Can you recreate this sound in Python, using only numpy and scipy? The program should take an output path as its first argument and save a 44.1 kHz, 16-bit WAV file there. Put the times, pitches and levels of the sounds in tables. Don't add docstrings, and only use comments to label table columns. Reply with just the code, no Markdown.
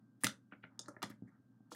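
import sys
import numpy as np
from scipy import signal
from scipy.fft import rfft, irfft
from scipy.io import wavfile

SR = 44100
rng = np.random.default_rng(int(sys.argv[2]) if len(sys.argv) > 2 else 0)


def to_wav(sig):
    pcm = np.clip(np.atleast_2d(sig), -1, 1) * 32767
    pcm = np.round(pcm).astype(np.int16)
    wavfile.write(sys.argv[1], SR, pcm.T)


N = 77175


def amp(db):
    return 10 ** (np.asarray(db) / 20)


def evened(x):
    return x / np.sqrt(np.mean(x ** 2) + 1e-20)


def unit_hit(x):
    return x / np.sqrt(np.sum(x ** 2) / (.006 * SR) + 1e-20)


def read(points, hz, axis=1):
    columns = np.transpose(points)
    return np.interp(np.log(hz + 1), np.log(columns[0]), columns[axis])


def add(mix, s, sound):
    part = mix[round(s * SR):][:len(sound)]
    part += sound[:len(part)]


def swell(t, rise, fade):
    return (1 - np.exp(-t / rise)) * np.exp(-t / fade)


def band(x, centre_hz, octaves):
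    padded = 2 * len(x)
    hz = np.fft.rfftfreq(padded, 1 / SR)
    bell = np.exp(-.5 * (np.log2((hz + 1) / centre_hz) / octaves) ** 2)
    return irfft(rfft(x, padded) * bell)[:len(x)]


def fingers():
    # (t/s, snap fade/s, pocket f/Hz, pocket level/dB,
    # snap centre f/Hz, snap width/octaves, snap level/dB, smack level/dB, thud level/dB)
    pops = [ (0.234, .0014, 1707, -38.5, 9400, 0.17, -35, -41.5, -51),
            (0.2415, 0.0027, 2052, -31.5, 3430, 1.42, -30, -46, -34.5),
            (0.2515, 0.0033, 2410, -47, 11600, .6, -52.5, -55.5, -53.5),
            (0.2659, 0.0024, 1464, -38, 3740, 0.84, -34.5, -55, -53.5),
            (0.2918, 0.0013, 1850, -53.5, 4500, 0.32, -53.5, -101, -66),
            (0.79, 0.0035, 3646, -51, 6090, 0.42, -43, -58.5, -78),
            (0.8136, 0.003, 7050, -59, 5820, 0.29, -67.5, -88, -77),
            (0.8569, .003, 1650, -69.5, 4940, .4, -66, -70.5, -73),
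            (0.8803, 0.0065, 1256, -84, 6600, 0.47, -58, -48, -52.5),
            (1.0176, 0.0087, 1336, -50.5, 3180, 0.67, -51, -58.5, -70.5),
            (1.0260, 0.0019, 1074, -45, 3410, 1.17, -43, -45.5, -67.5),
            (1.0301, 0.0021, 945, -41.5, 1950, 0.75, -45, -59, -54.5),
            (1.0360, 0.0078, 1930, -49.5, 6200, 0.4, -53, -54, -43),
            (1.0976, 0.0023, 1900, -66.5, 12700, 0.56, -65.5, -60.5, -50),
            (1.7156, 0.02, 1064, -58, 4500, 0.68, -53.5, -52, -60),
            (1.7455, 0.006, 1800, -62, 5930, 1.3, -60.5, -70, -55.5), ]
    # (t/s, rise/s, pocket f/Hz, pocket level/dB,
    # squelch level/dB, muffling f/Hz, smack level/dB, thud level/dB)
    squelches = [ (0.52, 0.0034, 1495, -53.5, -62, 3400, -59, -54.5),
                 (0.5309, 0.0012, 1485, -56.5, -62, 3000, -63.5, -60),
                 (0.6359, 0.0023, 1478, -51.5, -58, 3430, -61, -52.5),
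                 (0.648, 0.0017, 2106, -61, -88, 3040, -76, -58),
                 (0.963, 0.00035, 1756, -56, -64, 2030, -60, -58.5),
                 (1.601, 0.0012, 702, -74.5, -84, 1540, -85, -60), ]
    # (t/s, thud level/dB)
    presses = [(1.2200, -43.5), (1.231, -53.5), (1.247, -57), (1.275, -60), (1.397, -62)]
    thud_lag_s = 0.0021
    out = np.zeros(N)
    t = np.arange(8192) / SR
    for sound, rows in [(pop, pops), (squelch, squelches)]:
        for s, *pocket, thud_db in rows:
            add(out, s, sound(t, *pocket))
            add(out, s + thud_lag_s, amp(thud_db) * thud(t))
    for s, thud_db in presses:
        add(out, s, amp(thud_db) * thud(t))
    return out


def pop(t, fade, pocket_hz, pocket_db, snap_hz, snap_octaves, snap_db, smack_db):
    rise = .08 * fade
    pocket_rise_s, pocket_fade_s = .0003, .0016
    crack_hz, crack_octaves, crack_db = 5100, .8, -18.5
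    snap = burst(t, snap_hz, snap_octaves, rise, fade)
    snap += amp(crack_db) * burst(t, crack_hz, crack_octaves, rise, fade)
    pocket = ring(t, pocket_hz, pocket_rise_s, pocket_fade_s)
    return amp(pocket_db) * pocket + amp(snap_db) * snap + amp(smack_db) * smack(t)


def ring(t, hz, rise, fade):
    tone = np.sin(2 * np.pi * hz * t) * swell(t, rise, fade)
    return unit_hit(band(tone, hz, octaves=.9))


def burst(t, centre_hz, octaves, rise, fade):
    phases = 2 * np.pi * rng.random(len(t) // 2 + 1)
    flat = irfft(np.exp(1j * phases), len(t))
    return unit_hit(band(flat, centre_hz, octaves) * swell(t, rise, fade))


def smack(t):
    # (centre f/Hz, width/octaves, rise/s, fade/s, relative level/dB)
    slap_bands = [(1100, .4, 0.0015, 0.0023, -1), (562.7, 0.2, 0.0033, 0.011, -0.5),
                  (318, 0.27, .01, .005, -1.5)]
    return sum(amp(db) * burst(t, hz, octaves, rise, fade)
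               for hz, octaves, rise, fade, db in slap_bands)


def squelch(t, rise, pocket_hz, pocket_db, squelch_db, muffle_hz, smack_db):
    centre_hz, octaves, fade_s = 2153, 0.38, .002
    pocket = amp(pocket_db) * ring(t, pocket_hz, rise, fade_s)
    wet = amp(squelch_db) * burst(t, centre_hz, octaves, rise, fade_s)
    muffling = signal.butter(8, muffle_hz, fs=SR, output="sos")
    return signal.sosfilt(muffling, pocket + wet + amp(smack_db) * smack(t))


def thud(t):
    # (f/Hz, relative level/dB, 60 dB decay time/s)
    table_modes = [(122, -3, 0.12), (201, 4, 0.079), (252, -2, 0.1), (350, -12.5, 0.025)]
    rise_s = 0.00067
    modes = np.zeros(len(t))
    for hz, db, t60 in table_modes:
        modes += amp(db) * 1e-3 ** (t / t60) * np.sin(2 * np.pi * hz * t)
    return unit_hit(modes * (1 - np.exp(-t / rise_s)))


def noise_swells():
    # (t/s, length/s, centre f/Hz, width/octaves, level/dB)
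    swells = [ (0.202, 0.037, 2780, 3.9, -65.5), (0.509, 0.031, 1870, .45, -65.5),
              (0.623, 0.029, 2110, 0.47, -64.5), (1.089, 0.027, 4000, 1.02, -64.5),
              (1.102, 0.024, 1650, 0.32, -62), (1.269, 0.027, 1835, 0.18, -72.5),
              (1.269, 0.031, 7010, 0.54, -91.5), (1.298, 0.098, 1459, 0.28, -81),
              (1.703, 0.04, 5300, 0.85, -64.5), ]
    grains_per_s = 10000
    out = np.zeros(N)
    t = np.arange(8192) / SR
    for s, length, hz, octaves, db in swells:
        arch = np.sin(np.pi * np.minimum(t / length, 1))
        grains = rng.standard_normal(len(t)) * (rng.random(len(t)) < grains_per_s / SR)
        add(out, s, amp(db) * arch * evened(band(grains, hz, octaves)))
    return out


def kneading():
    # (t/s, level/dB)
    rubbing = [(0, -89.5), (0.448, -100.5), (.6, -89), (0.748, -78.5), (0.922, -72.5), (1.12, -93),
               (1.2, -96), (1.312, -78.5), (1.419, -99.5), (1.68, -89.5)]
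    centre_hz, octaves, grains_per_s, spread_db = 1050, 0.49, 900, 1.5
    size = amp(spread_db * np.minimum(rng.exponential(1, N), 3))
    struck = rng.random(N) < grains_per_s / SR
    grains = rng.standard_normal(N) * size * struck
    level_db = np.interp(np.arange(N) / SR, *np.transpose(rubbing))
    return evened(band(grains, centre_hz, octaves)) * amp(level_db)


def room(x):
    # (f/Hz, 60 dB decay time/s, level/dB)
    tail = [(120, .25, -3.5), (300, .2, 0), (599.7, 0.23, -7), (2000, 0.16, -4.5), (5000, 0.15, -3.5),
            (9000, 0.17, -6), (15600, 0.12, -10.5)]
    # (delay/s, gain)
    echoes = [(.0012, 0.027), (.0041, -0.34), (.0087, .22), (0.0102, 0.17)]
    onset_s = 0.015
    hz, t, z = signal.stft(rng.standard_normal(SR // 2), SR, nperseg=256)
    t60 = read(tail, hz)[:, None]
    level = amp(read(tail, hz, axis=2))[:, None]
    energy_scale = np.sqrt(2 * np.log(1000) / (t60 * SR))
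    z = z * np.exp(-np.log(1000) * t / t60) * level * energy_scale
    response = signal.istft(z, SR, nperseg=256)[1]
    response *= 1 - np.exp(-(np.arange(len(response)) / SR / onset_s) ** 2)
    main_arrival = (0.0022, 1)
    for delay, gain in [main_arrival] + echoes:
        add(response, delay, np.array([gain]))
    return signal.fftconvolve(x, response)[:N]


def background():
    # (f/Hz, relative level per Hz/dB)
    rumble_spectrum = [(20, -18), (55, -16.5), (85, -15.5), (120, -5.5), (155, -8.5), (210, -1),
                       (270, -3.5), (390, -23), (600, -27.5), (850, -33.5), (1550, -33.5), (2000, -46.5),
                       (5000, -48), (16000, -55)]
    # (f/Hz, rms level/dB)
    hum_tones = [(119, -70.5), (1574, -91)]
    rumble_db, waver_rad = -68, 0.98
    t = np.arange(N) / SR
    hz = np.fft.rfftfreq(N, 1 / SR)
    shaped = rfft(rng.standard_normal(N)) * amp(read(rumble_spectrum, hz))
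    rumble = evened(irfft(shaped, N))
    waver = waver_rad * evened(band(rng.standard_normal(N), 2.5, 0.46))
    hum = sum(amp(db) * np.sqrt(2) * np.sin(2 * np.pi * f * t + waver) for f, db in hum_tones)
    return amp(rumble_db) * rumble + hum


def scene():
    close_sounds = fingers() + noise_swells() + kneading()
    return (room(close_sounds) + background())[None]


def record(dry):
    low_cut_hz, edge_hz = 110, 16000
    bass_cut = signal.butter(3, low_cut_hz, "high", fs=SR, output="sos")
    thinned = signal.sosfilt(bass_cut, dry)
    treble_cut = signal.firwin(511, edge_hz, window=("kaiser", 9), fs=SR)
    return signal.oaconvolve(thinned, treble_cut[None], "same")


dry = scene()
out = record(dry)
to_wav(out)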